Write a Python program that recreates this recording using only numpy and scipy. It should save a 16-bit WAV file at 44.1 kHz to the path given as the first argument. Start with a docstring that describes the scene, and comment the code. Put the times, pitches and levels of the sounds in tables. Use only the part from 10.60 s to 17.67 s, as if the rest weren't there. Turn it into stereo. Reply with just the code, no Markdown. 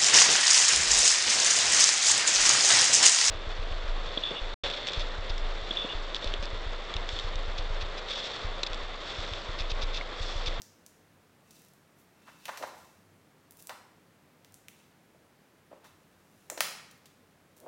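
"""In a quiet bare room, the stiff glossy pages of a large book are turned by hand on a table, close by.
A bent sheet ticks as small kinks jump in it, and snaps when the whole sheet buckles. It hisses as it
slides over its neighbour, then flaps down on the pile with a puff of air.
The room rings on after each sound, over a steady rumble and a faint low tone that comes and goes."""
import sys
import numpy as np
from scipy import signal
from scipy.fft import rfft, irfft
from scipy.io import wavfile

SR = 44100
rng = np.random.default_rng(int(sys.argv[2]) if len(sys.argv) > 2 else 0)


def master(y):
    """Save y as 16-bit WAV."""
    cut = np.clip(np.atleast_2d(y).T, -1, 1)
    pcm = np.round(cut * 32767)  # scale
    wavfile.write(sys.argv[1], SR, pcm.astype(np.int16))


N = 311787
T = np.arange(N) / SR
SIZE = 16384  # samples set aside for one short sound
TOP_HZ = 16000


def undb(db):
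    """Turn decibels into a number to multiply by."""
    return 10 ** (np.asarray(db) / 20)


def level(x, db):
    """Scale a steady sound to an average (rms) level."""
    return x * undb(db) / np.sqrt(np.mean(x ** 2))


def add(track, x, s, db):
    """Add a short sound at s seconds, with as much energy as 10 ms of steady sound at level db."""
    start = max(int(s * SR), 0)
    x = x * undb(db) * np.sqrt(SR / 100 / np.sum(x ** 2))
    track[start:start + len(x)] += x[:max(N - start, 0)]


def bins(size):
    """The frequencies in the spectrum of this many samples, never below 1 Hz."""
    return np.maximum(np.fft.rfftfreq(size, 1 / SR), 1)


def along(points, f):
    """Read a curve through (Hz, value) points, with octaves evenly spaced."""
    hz, value = np.transpose(points)
    return np.interp(np.log(f), np.log(hz), value)


def resonance(f, hz, width):
    """How a body that rings at hz responds to each frequency; narrower rings longer."""
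    return 1 / (1 + 1j * (f ** 2 - hz ** 2) / (f * width))


def causal(gain):
    """Turn a gain curve into a filter that rings only after it is struck."""
    cepstrum = irfft(np.log(gain + 1e-9))
    cepstrum[1:] *= 2
    cepstrum[len(cepstrum) // 2:] = 0
    return np.exp(rfft(cepstrum))


def flutter(envelope, passes=2):
    """Spectrum of a random push shaped by a loudness curve, about equally strong at all frequencies."""
    push = rng.standard_normal(SIZE) * envelope
    for _ in range(passes):
        evened = irfft(np.exp(1j * np.angle(rfft(push))))
        push = evened * envelope ** 0.25
    return rfft(push)


def background(air_db=-63):
    """Steady rumble and faint hiss keep a few low room resonances booming."""
    # The tone of the noise. Each row: frequency in Hz, relative strength in dB.
    colour = [(18, -37), (30, -9), (65, -16), (89, 2.5), (116, -3), (154, 1.5), (247, -1), (374, -3.5),
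              (460, -4.5), (662, -7), (1060, -10), (1780, -12), (3780, -20), (5030, -22), (15000, -27)]
    # The room's booms. Each row: pitch in Hz, half the resonance width in Hz, level in dB.
    booms = [(54.4, 3.6, -87), (98.4, 4, -95.5), (160.5, 35, -76)]
    # Stereo width. Each row: frequency in Hz, side (left minus right) against middle in dB.
    stereo_width = [(40, -15), (130, -8), (300, -5), (2000, -5), (8000, -9.5), (14000, -47)]
    f = bins(N)
    parts = []
    for gain in (1, undb(along(stereo_width, f))):
        noise = rfft(rng.standard_normal(N))
        air = level(irfft(noise * undb(along(colour, f)), N), air_db)
        for hz, half_width, db in booms:
            boom = rfft(rng.standard_normal(N)) * resonance(f, hz, 2 * half_width) ** 2
            air += level(irfft(boom, N), db)
        parts.append(irfft(rfft(air) * gain, N))
    middle, side = parts
    return np.array([middle + side, middle - side])


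def drone(pitch_hz=98.2, waver_hz=2.07, swell_s=0.13):
    """A faint low tone comes and goes, its pitch wavering."""
    # The tone's swells. Each row: time of the peak in seconds, level in dB.
    swells = [(.098, -72.5), (2.52, -66.5), (3.93, -68)]
    drift = np.interp(T, np.linspace(0, T[-1], 60), rng.standard_normal(60))
    loudness = sum(undb(db) * np.exp(-((T - s) / swell_s) ** 2) for s, db in swells)
    phase = 2 * np.pi * np.cumsum(pitch_hz + waver_hz * drift) / SR
    return np.sqrt(2) * loudness * np.sin(phase)


def kink(db, hz, decay, spread_s=0.000571, floor_db=-20, lowest_hz=1100):
    """A kink sends a bending wave through the sheet, highs ahead of lows; stronger kinks ring purer."""
    f = bins(SIZE)
    bending = np.exp(-4j * np.pi * spread_s * np.sqrt(f * lowest_hz))
    into_air = (1j * f / (lowest_hz + 1j * f)) ** 3  # the sheet gives off little bass
    width = hz * 0.34 * 2 ** ((-46.5 - db) / 6.5)  # 34% of the pitch at -46.5 dB, halved per 6.5 dB more
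    ring = causal(np.abs(resonance(f, hz, width)) + undb(floor_db))
    push = flutter(np.exp(-T[:SIZE] / decay))
    return irfft(push * ring * bending * into_air)


def ticks():
    """Single kinks jump and stand out as the sheet is lifted and bent."""
    # Each row: start in seconds, level in dB, pitch in Hz, fade time of the push in seconds.
    kinks = [(0.0186, -47, 5700, 0.000046), (.2632, -53, 6300, 0.0016), (0.9076, -56.5, 5500, 0.0068),
             (1.8547, -42.5, 2700, 0.0029), (2.9092, -54.5, 9200, 0.00013), (2.9216, -61, 9500, 0.00044),
             (2.971, -58, 12500, 0.00044), (3.0243, -53.5, 11500, 0.00024), (3.0713, -47, 7500, 0.00012),
             (3.0945, -48, 3620, 0.0025), (3.8471, -58.5, 2320, 0.00047), (3.9225, -62, 11000, 0.000092),
             (3.9426, -54, 7560, .0002), (4.084, -48.5, 2370, 0.00028), (5.243, -60.5, 2370, 0.012),
             (5.9001, -37.5, 7270, 0.0015), (6.0063, -29.5, 1830, 0.0011), (6.311, -58, 5500, .005),
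             (6.457, -56, 3450, 0.0098), (7.0014, -59, 8000, .0012)]
    out = np.zeros(N)
    for s, db, hz, decay in kinks:
        add(out, kink(db, hz, decay), s, db)
    return out


def slides(grain_db=-0.5, slips_per_s=3500, breadth=1.45, fall_ratio=1.33):
    """Paper fibres catch and slip: a dense spray of tiny uneven clicks makes the page ring."""
    # Paper or a fingertip sliding over paper.
    # Each row: time of the peak in seconds, level in dB, rise time in seconds, centre pitch in Hz.
    strokes = [(.96, -63.5, 0.067, 5300), (1.395, -67, 0.02, 11000), (1.69, -64, 0.066, 2680),
               (1.87, -59, 0.078, 3620), (1.98, -59.5, 0.043, 7000), (2.076, -53.5, .0045, 5960),
               (2.19, -63.5, 0.08, 5630), (3, -55, .014, 8350), (4.19, -67.5, 0.053, 4000),
               (5.265, -60.5, .016, 2970), (5.8, -73, 0.26, 7000)]
    # A rubbed page sings faintly. Each row: pitch in Hz, width in Hz, dB against the plain hiss.
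    rub_tones = [(2650, 120, 8), (3770, 320, -3.5), (5640, 310, -9)]
    out, f = np.zeros(N), bins(N)
    page = 1 + sum(undb(db) * resonance(f, hz, width) for hz, width, db in rub_tones)
    for s, db, rise, hz in strokes:
        sizes = undb(grain_db * np.minimum(rng.exponential(size=N), 5))
        slipping = rng.random(N) < slips_per_s / SR
        clicks = sizes * slipping * rng.standard_normal(N)
        spray = irfft(rfft(clicks) * page * resonance(f, hz, breadth * hz), N)
        swell = np.exp(-np.abs(T - s) / np.where(T < s, rise, fall_ratio * rise))
        out += level(spray, db) * swell
    return out


def crinkles(count=6, scatter_db=0.5, pitch_hz=10000, decay_s=0.00049):
    """Faint kinks follow each other at uneven gaps while a sheet is held bent."""
    # Each row: start in seconds, length in seconds, level of one kink in dB.
    bends = [(0.945, 0.2, -65), (2.96, 0.055, -73), (6.964, 0.023, -66.5)]
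    out = np.zeros(N)
    for start, length, db in bends:
        for s in start + length * (np.arange(count) + rng.random(count)) / count:
            size_db = db + scatter_db * rng.standard_normal()
            add(out, kink(size_db, pitch_hz, decay_s), s, size_db)
    return out


def flaps(steepness=3, fall_ratio=1.34):
    """The broad page wobbles and pushes out a puff of air; a harder flap spans more frequencies."""
    # A page bulging out or landing on its cushion of air.
    # Each row: time of the peak in seconds, level in dB, rise time in seconds, centre pitch in Hz.
    puffs = [(1.683, -48.5, 0.015, 1180), (1.893, -34.5, 0.0053, 1030), (1.946, -47.5, 0.036, 1600),
             (2.013, -43, .017, 520), (2.035, -33.5, 0.0083, 840), (3.106, -41, 0.012, 1030),
             (4.55, -62, 0.016, 523), (5.115, -51.5, .003, 523), (5.133, -48, 0.0057, 590),
             (5.13, -61, .017, 1320), (5.25, -54, 0.019, 1140), (5.921, -44, .011, 477),
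             (5.9756, -41, 0.0024, 570), (5.987, -46.5, 0.0075, 570), (7.035, -49, 0.034, 440),
             (7.0635, -45, 0.0027, 540)]
    # The tone all flaps share. Each row: frequency in Hz, gain in dB.
    colour = [(120, -16.5), (250, -4.5), (480, -4), (610, 0), (770, -4), (1000, -2), (1180, -5.5),
              (1350, -5.5), (2600, -5), (6000, 5.5), (16000, 12)]
    out, f = np.zeros(N), bins(SIZE)
    lead = SIZE / SR / 2  # seconds before the puff peaks
    t = T[:SIZE] - lead
    for s, db, rise, hz in puffs:
        puff = np.exp(-(t / np.where(t < 0, rise, fall_ratio * rise)) ** 2)
        octaves = 0.74 + 0.02 * (db + 42.5)
        low_hz, high_hz = hz / 2 ** (octaves / 2), hz * 2 ** (octaves / 2)
        band = 1 / np.hypot(1, (f / high_hz) ** steepness) / np.hypot(1, (low_hz / f) ** steepness)
        tone = causal(undb(along(colour, f)) * band)
        add(out, irfft(flutter(puff) * tone), s - lead, db)
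    return out


def snaps(lowest_hz=470, thump_db=-32, thump_decay_s=0.048):
    """A fold races across the page in milliseconds, rings the whole sheet and thumps the pile below."""
    # The sheet buckling.
    # Each row: start in seconds, level in dB, fade time in seconds, treble tilt in dB per octave.
    buckles = [(1.8563, -49, 0.024, 0.5), (1.8812, -42.5, .0068, -2), (1.973, -43.5, 0.0078, 3),
               (2.025, -39.5, 0.012, -1.3), (3.0934, -42.5, 0.0097, -2), (5.8994, -42.5, 0.0052, -1.5),
               (5.9758, -41.5, 0.0085, 2), (6.0062, -24.7, 0.0026, 2), (6.017, -42, 0.0054, 4)]
    # The sheet's resonances. Each row: pitch in Hz, width in Hz, gain in dB.
    sheet_tones = [(614, 183, 7), (824, 450, 6.5), (1257, 100, 8.5), (1835, 440, 7), (2570, 770, 0),
                   (4080, 480, 1), (5650, 720, -2.5), (7900, 1100, -11), (13700, 11000, -29)]
    out, f = np.zeros(N), bins(SIZE)
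    power = sum(np.abs(undb(db) * resonance(f, hz, width)) ** 2 for hz, width, db in sheet_tones)
    sheet = np.sqrt(power) / np.hypot(1, (lowest_hz / f) ** 2)
    pile = resonance(f, hz=187, width=62) ** 2
    octaves_up = np.log2(f / sheet_tones[0][0])
    for s, db, decay, tilt_db in buckles:
        colour = causal(sheet * undb(tilt_db * octaves_up))
        crack = irfft(flutter(np.exp(-T[:SIZE] / decay)) * colour)
        thump = irfft(flutter(np.exp(-T[:SIZE] / thump_decay_s)) * pile)
        add(out, crack, s, db)
        add(out, thump, s, db + thump_db)
    return out


def echoes(x):
    """The direct sound, followed by its first bounces off the table and nearby surfaces."""
    # Each row: delay in seconds, level against the direct sound in dB.
    bounces = [(.0013, -24), (.0034, -17.5), (.0056, -28)]
    padded = N + SIZE
    f = bins(padded)
    paths = 1 + sum(undb(db) * np.exp(-2j * np.pi * f * delay) for delay, db in bounces)
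    return irfft(rfft(x, padded) * paths, padded)[:N]


def room(x, onset_s=0.0004, build_s=0.00036, bands=16):
    """Dense wall echoes fade at their own rate in each frequency band, nearly alike in both ears."""
    # How long the room rings. Each row: frequency in Hz, seconds to fade by 60 dB.
    ring_times = [(150, 1), (500, 0.64), (1500, 0.77), (4500, 0.64), (8000, 0.56), (15000, 0.35)]
    # The tone of the echoes. Each row: frequency in Hz, gain in dB.
    colour = [(100, 15), (600, -1), (1800, 1), (3000, 2), (5500, 5), (9000, 5), (16000, 7)]
    # Stereo width. Each row: frequency in Hz, side (left minus right) against middle in dB.
    stereo_width = [(200, -10), (700, -9), (2500, -12), (4000, -13.5), (7000, -63.5)]
    f, t = bins(SR), T[:SR]
    centres = np.geomspace(100, TOP_HZ, bands)
    fade_in = 1 - np.exp(-np.maximum(t - onset_s, 0) / build_s)
    parts = []
    for gain in (1, undb(along(stereo_width, f))):
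        noise = rfft(rng.standard_normal(SR)) * gain * undb(along(colour, f))
        tail = np.zeros(SR)
        for hz, only_this_band in zip(centres, np.eye(bands)):
            band = np.interp(np.log(f), np.log(centres), only_this_band)
            tail += irfft(noise * band, SR) * undb(-60 * t / along(ring_times, hz))
        parts.append(signal.fftconvolve(x, tail * fade_in / np.sqrt(SR / 20))[:N])
    middle, side = parts
    return np.array([middle + side, middle - side])


def scene():
    """The book lies close and dead centre; each kind of sound throws its own share into the room."""
    tick, snap, flap, slide = ticks() + crinkles(), snaps(), flaps(), slides()
    thrown = tick * undb(-7) + snap * undb(-4) + flap * undb(-4) + slide * undb(-5)
    return echoes(tick + snap + flap + slide) + room(thrown) + background() + drone()


def record(dry, low_cut_hz=42):
    """Trim the deepest rumble and cut the highest treble steeply."""
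    trimmed = signal.sosfilt(signal.butter(2, low_cut_hz, "high", fs=SR, output="sos"), dry)
    return signal.sosfilt(signal.ellip(10, .2, 70, TOP_HZ, fs=SR, output="sos"), trimmed)


dry = scene()
out = record(dry)
master(out)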